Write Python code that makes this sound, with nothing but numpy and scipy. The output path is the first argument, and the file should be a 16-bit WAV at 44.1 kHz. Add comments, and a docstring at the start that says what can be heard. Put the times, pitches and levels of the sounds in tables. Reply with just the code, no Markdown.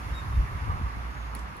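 """A yard, heard through a swinging hand-held microphone: wind and the hand's jolts make it rumble, over a soft
hiss and a low hum that stops near the end. Tyre noise with a faint whine drifts in from a road to the left. A
small bird chirps once and faintly again. Close by, a sharp little snap is followed by a footfall, a rustle of
dry leaves and a few weaker ticks."""
import sys
import numpy as np
from scipy import signal
from scipy.io import wavfile
from scipy.ndimage import uniform_filter1d

SR = 44100
rng = np.random.default_rng(int(sys.argv[2]) if len(sys.argv) > 2 else 0)


def store_pcm(level_fs):
    """Save levels as 16-bit WAV."""
    pcm = np.round(np.clip(level_fs, -1, 1) * 32767).astype(np.int16)
    wavfile.write(sys.argv[1], SR, np.atleast_2d(pcm).T)


N = 70560
TIME = np.arange(N) / SR


def from_db(db):
    """Turn decibels (dB) into a number to multiply a sound by."""
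    return 10 ** (np.asarray(db) / 20)


def rms_one(x):
    """Scale a sound so that its average strength (rms) is 1."""
    return x / np.sqrt(np.mean(x ** 2) + 1e-20)


def in_time(rows):
    """Join rows of (seconds, value) with straight lines."""
    return np.interp(TIME, *np.transpose(rows))


def at_hz(points, hz):
    """Read between rows of (Hz, value), spaced by octaves; a single number holds everywhere."""
    if np.isscalar(points):
        return points
    known_hz, values = np.transpose(points)
    return np.interp(np.log(hz), np.log(known_hz), values)


def pan(db):
    """Left and right gains: above 0 dB the left is louder, below 0 dB the right."""
    return from_db(np.array([[.5], [-.5]]) * db)


def swell(peak_s, db, width_s):
    """A smooth rise and fall, down to about a third at width_s either side of its peak."""
    return from_db(db) * np.exp(-((TIME - peak_s) / width_s) ** 2)


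def drift(rate_hz):
    """A random wander of about 1 up and down; a higher rate makes it quicker."""
    stride, warm_up = 40, 2000
    memory = np.exp(-2 * np.pi * rate_hz * stride / SR)
    noise = rng.standard_normal(N // stride + warm_up + 2)
    slow = signal.lfilter([1], [1, -2 * memory, memory * memory], noise)[warm_up:]
    return np.interp(np.arange(N) / stride, np.arange(len(slow)), rms_one(slow))


def ring(clicks, hz, fade_s):
    """Each click starts a tone that dies away by 60 dB in fade_s seconds."""
    decay, turn = from_db(-60 / (fade_s * SR)), 2 * np.pi * hz / SR
    return signal.lfilter([0, np.sin(turn)], [1, -2 * decay * np.cos(turn), decay * decay], clicks + 1e-18)


def banded_noise(spectrum, flicker_db=0, likeness=1, pan_db=0):
    """Stereo noise built in narrow bands. Likeness 1 makes both sides equal, 0 unrelated, -1 opposite."""
    edges = 22 * 2 ** (np.arange(30) / 3)  # in Hz, three bands to an octave
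    out, white = 0, rng.standard_normal((2, 2, N + SR // 2))
    for k, (low, high) in enumerate(zip(edges, edges[1:])):
        hz, flicker = np.sqrt(low * high), drift(21.0)
        if high < spectrum[0][0] or low > spectrum[-1][0]:
            continue
        band = signal.butter(2, [low, high], "band", fs=SR, output="sos")
        mid, side = signal.sosfilt(band, white[k % 2])[:, -N:]
        alike = np.clip(at_hz(likeness, hz), -1, 1)
        gain = from_db(at_hz(spectrum, hz) + flicker_db * flicker) * pan(at_hz(pan_db, hz))
        out = out + gain * (np.sqrt(1 + alike) * mid + np.sqrt(1 - alike) * side * [[1], [-1]])
    return rms_one(out)


def hiss():
    """A soft, high hiss that slowly gets quieter."""
    # Each row: frequency in Hz, relative level of the hiss there in dB.
    colour = [(3000, 3), (5000, 7.5), (6800, 8), (8400, -37.5), (10700, 22), (12500, 11), (15000, -45)]
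    start_db, fade_db_per_s = -57.5, 4.5
    treble_cut = signal.butter(14, 12260, fs=SR, output="sos")
    noise = signal.sosfilt(treble_cut, banded_noise(colour, likeness=0.17))
    return from_db(start_db - fade_db_per_s * TIME) * noise


def far_traffic():
    """The noise of far traffic is scattered round the yard and comes from all sides."""
    # Each row: frequency in Hz, relative level of the traffic there in dB.
    colour = [(60, -9), (150, 3), (250, 1), (400, -3.5), (600, -4), (1050, 3), (1500, 0.5), (2200, -4),
              (2800, -12.5), (3200, -14.5), (5000, -20.5), (7500, -34), (12000, -36)]
    # Each row: frequency in Hz, how much louder the left side is in dB.
    lean = [(100, -19), (270, -4.5), (500, -4), (1000, 2), (2100, -4), (4000, 1)]
    # Each row: frequency in Hz, how alike the two sides are from -1 to 1.
    likeness = [(100, 1), (300, 0.45), (600, 0.12), (1600, -0.3), (2400, 0.32), (3300, -0.4), (5000, -0.42)]
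    start_db, fade_db_per_s = -41, 1
    noise = banded_noise(colour, flicker_db=1.5, likeness=likeness, pan_db=lean)
    return from_db(start_db - fade_db_per_s * TIME) * noise


def road():
    """Tyres roar and their treads whine. It reaches the left first, but is a bit louder on the right."""
    # Each row: frequency in Hz, relative level of the tyre roar there in dB.
    colour = [(200, -18), (550, -8), (800, -4), (1000, 3.5), (1260, 0), (1600, -8.5), (2100, -15),
              (3000, -44), (5000, -42), (8000, -65)]
    # Each row: time in seconds, level of the road in dB.
    levels = [(0, -49.5), (.4, -44.5), (.64, -46), (.7, -38), (.82, -41), (1, -49.5), (1.3, -46.5),
              (1.6, -50)]
    whine_hz, half_width_hz, whine_over_roar_db, right_delay_s = 1137, 60, 1.5, 0.00034
    roar = banded_noise(colour)
    edges_hz = [whine_hz - half_width_hz, whine_hz + half_width_hz]
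    tread = signal.butter(2, edges_hz, "band", fs=SR, output="sos")
    whine = from_db(whine_over_roar_db) * rms_one(signal.sosfilt(tread, rng.standard_normal(N)))
    left, right = pan(db=-3.5) * rms_one(roar + whine)
    late_right = np.interp(TIME - right_delay_s, TIME, right)
    return from_db(in_time(levels)) * np.array([left, late_right])


def hum():
    """A low, nearly pure tone whose pitch wavers a little."""
    # Each row: time in seconds, level of the hum in dB.
    levels = [(0, -36.5), (.5, -52), (.9, -38.5), (1.09, -33.5), (1.14, -46), (1.19, -35), (1.44, -36.5),
              (1.5, -49), (1.6, -68)]
    hum_hz, waver = 58, 0.014
    pitch = hum_hz * (1 + waver * drift(5.6))
    phase = 2 * np.pi * np.cumsum(pitch) / SR
    return pan(db=-3.5) * from_db(in_time(levels)) * np.sqrt(2) * np.sin(phase)


def bird():
    """Two short, slightly falling whistles, and later a thin, far, buzzy call."""
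    # Each row: middle in seconds, peak level in dB, pitch in Hz, how much louder the left is in dB.
    chirps = [(0.178, -46.5, 3740, 7.5), (.35, -59, 3660, 3)]
    buzz_hz, buzz_fade_s = 6570, 0.004
    waver, fall_hz_per_s, octave_db = 0.0019, 1500, -18
    buzz = ring(rng.standard_normal(N), buzz_hz, buzz_fade_s)
    buzz = ring(buzz, buzz_hz, buzz_fade_s)  # ringing twice makes it thinner
    out = swell(peak_s=1.22, db=-67.5, width_s=0.12) * rms_one(buzz)
    for middle_s, db, hz, pan_db in chirps:
        pitch = hz * (1 + waver * drift(58)) - fall_hz_per_s * (TIME - middle_s)
        phase = 2 * np.pi * np.cumsum(pitch) / SR
        whistle = np.sin(phase) + from_db(octave_db) * np.sin(2 * phase)
        out = out + pan(pan_db) * swell(middle_s, db, width_s=0.034) * whistle
    return out


def snaps():
    """Each crack, inside a tiny burst of grit, starts high, short tones, like a twig snapping."""
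    # Each row: time in seconds, strength of the crack in dB, width of its grit burst in seconds.
    cracks = [(1.3512, -36.5, 0.0012), (1.3605, -54, 0.002), (1.568, -50, 0.0008), (1.5805, -58, 0.00044)]
    # Each row: pitch of a ringing tone in Hz, relative level in dB, seconds to fade by 60 dB.
    tones = [(4360, -4.5, 0.0093), (5200, -13, 0.0083), (7600, -8.5, 0.0037), (10400, 2, 0.0052),
             (10840, 0, 0.0057), (15400, -13, .002)]
    grit_db, side_db = -21.5, 2
    mid, side = rng.choice([-1., 1.], (2, N))  # mid is shared; side sets left and right apart
    grit = from_db(grit_db) * (mid + from_db(side_db) * side * [[1], [-1]])
    force = grit * sum(swell(*row) for row in cracks)
    for time_s, db, _ in cracks:
        force[:, int(time_s * SR)] += from_db(db)
    return sum(from_db(db) * ring(force, hz, fade_s) for hz, db, fade_s in tones)


def footfall():
    """A foot lands with a dull thud and stirs dry leaves."""
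    # Each row: frequency in Hz, relative level of the thud there in dB.
    thud_colour = [(170, 0), (250, 0), (340, -2.5), (480, -8), (700, -26)]
    # Each row: frequency in Hz, relative level of the leaves there in dB.
    leaf_colour = [(3000, 7), (4300, 0), (5400, 6), (6400, 6), (7500, 2), (11000, 3), (13000, -23)]
    # Each row: middle of a rustle in seconds, peak level in dB, width in seconds.
    rustles = [(1.367, -58, 0.011), (1.3943, -52.5, 0.0035), (1.4, -62, 0.041), (1.572, -70, .016)]
    thud = swell(peak_s=1.364, db=-42, width_s=0.014) * banded_noise(thud_colour)
    leaves = sum(swell(*row) for row in rustles) * banded_noise(leaf_colour, likeness=0.27)
    return thud + leaves


def wind():
    """Swirling air hits the microphone and rumbles in gusts."""
    # Each row: frequency in Hz, relative level of the rumble there in dB.
    colour = [(25, -32), (42, 7), (60, -2), (85, 1), (115, -2.5), (160, -14), (250, -27), (500, -40.5)]
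    # Each row: time in seconds, level of the wind in dB.
    gusts = [(0, -42.5), (.13, -34), (.17, -41), (.3, -33.5), (.39, -23.5), (.48, -40), (.56, -31.5),
             (.595, -40.5), (.63, -33), (.7, -30.5), (.78, -36), (.82, -35), (.87, -35), (.9, -45),
             (.97, -37.5), (1.06, -45), (1.2, -45), (1.6, -48)]
    swirls = banded_noise(colour, flicker_db=0.5, likeness=0.79)
    # Even out the noise's own ups and downs, so that the gusts set the level.
    strength = np.sqrt(uniform_filter1d(np.mean(swirls ** 2, axis=0), size=3000))
    return from_db(in_time(gusts)) * swirls / strength


def handling_thumps():
    """Each jolt of the hand shakes the microphone for a few slow cycles, a little later on the right."""
    # Each row: middle in seconds, peak level in dB, pitch in Hz, width in seconds.
    jolts = [(0.126, -29, 72, 0.0079), (.29, -27.5, 63, 0.025), (.388, -15.5, 58, 0.038),
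             (0.562, -24.5, 67, 0.013), (0.632, -26.5, 59.3, 0.024), (0.697, -17.5, 77, 0.0063),
             (.737, -20.5, 61, 0.0081), (0.815, -22.5, 115, 0.0018), (.841, -23, 66.4, 0.011),
             (.874, -28, 75, 0.011)]
    delay_s = np.array([[0], [0.00072]])
    return sum(swell(middle_s, db, width_s) * np.cos(2 * np.pi * hz * (TIME - middle_s - delay_s))
               for middle_s, db, hz, width_s in jolts)


def scene():
    """Add up all the sounds at the microphone."""
    background = wind() + handling_thumps() + hum() + road() + far_traffic() + hiss()
    return background + bird() + snaps() + footfall()


def record(dry):
    """Soften the deepest bass and cut off the highest treble."""
    bass_cut_hz, treble_cut_hz = 28.6, 16000
    bass_cut = signal.butter(4, bass_cut_hz, "high", fs=SR, output="sos")
    treble_cut = signal.ellip(10, .1, 80, treble_cut_hz, fs=SR, output="sos")
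    return signal.sosfilt(treble_cut, signal.sosfilt(bass_cut, dry))


dry = scene()
out = record(dry)
store_pcm(out)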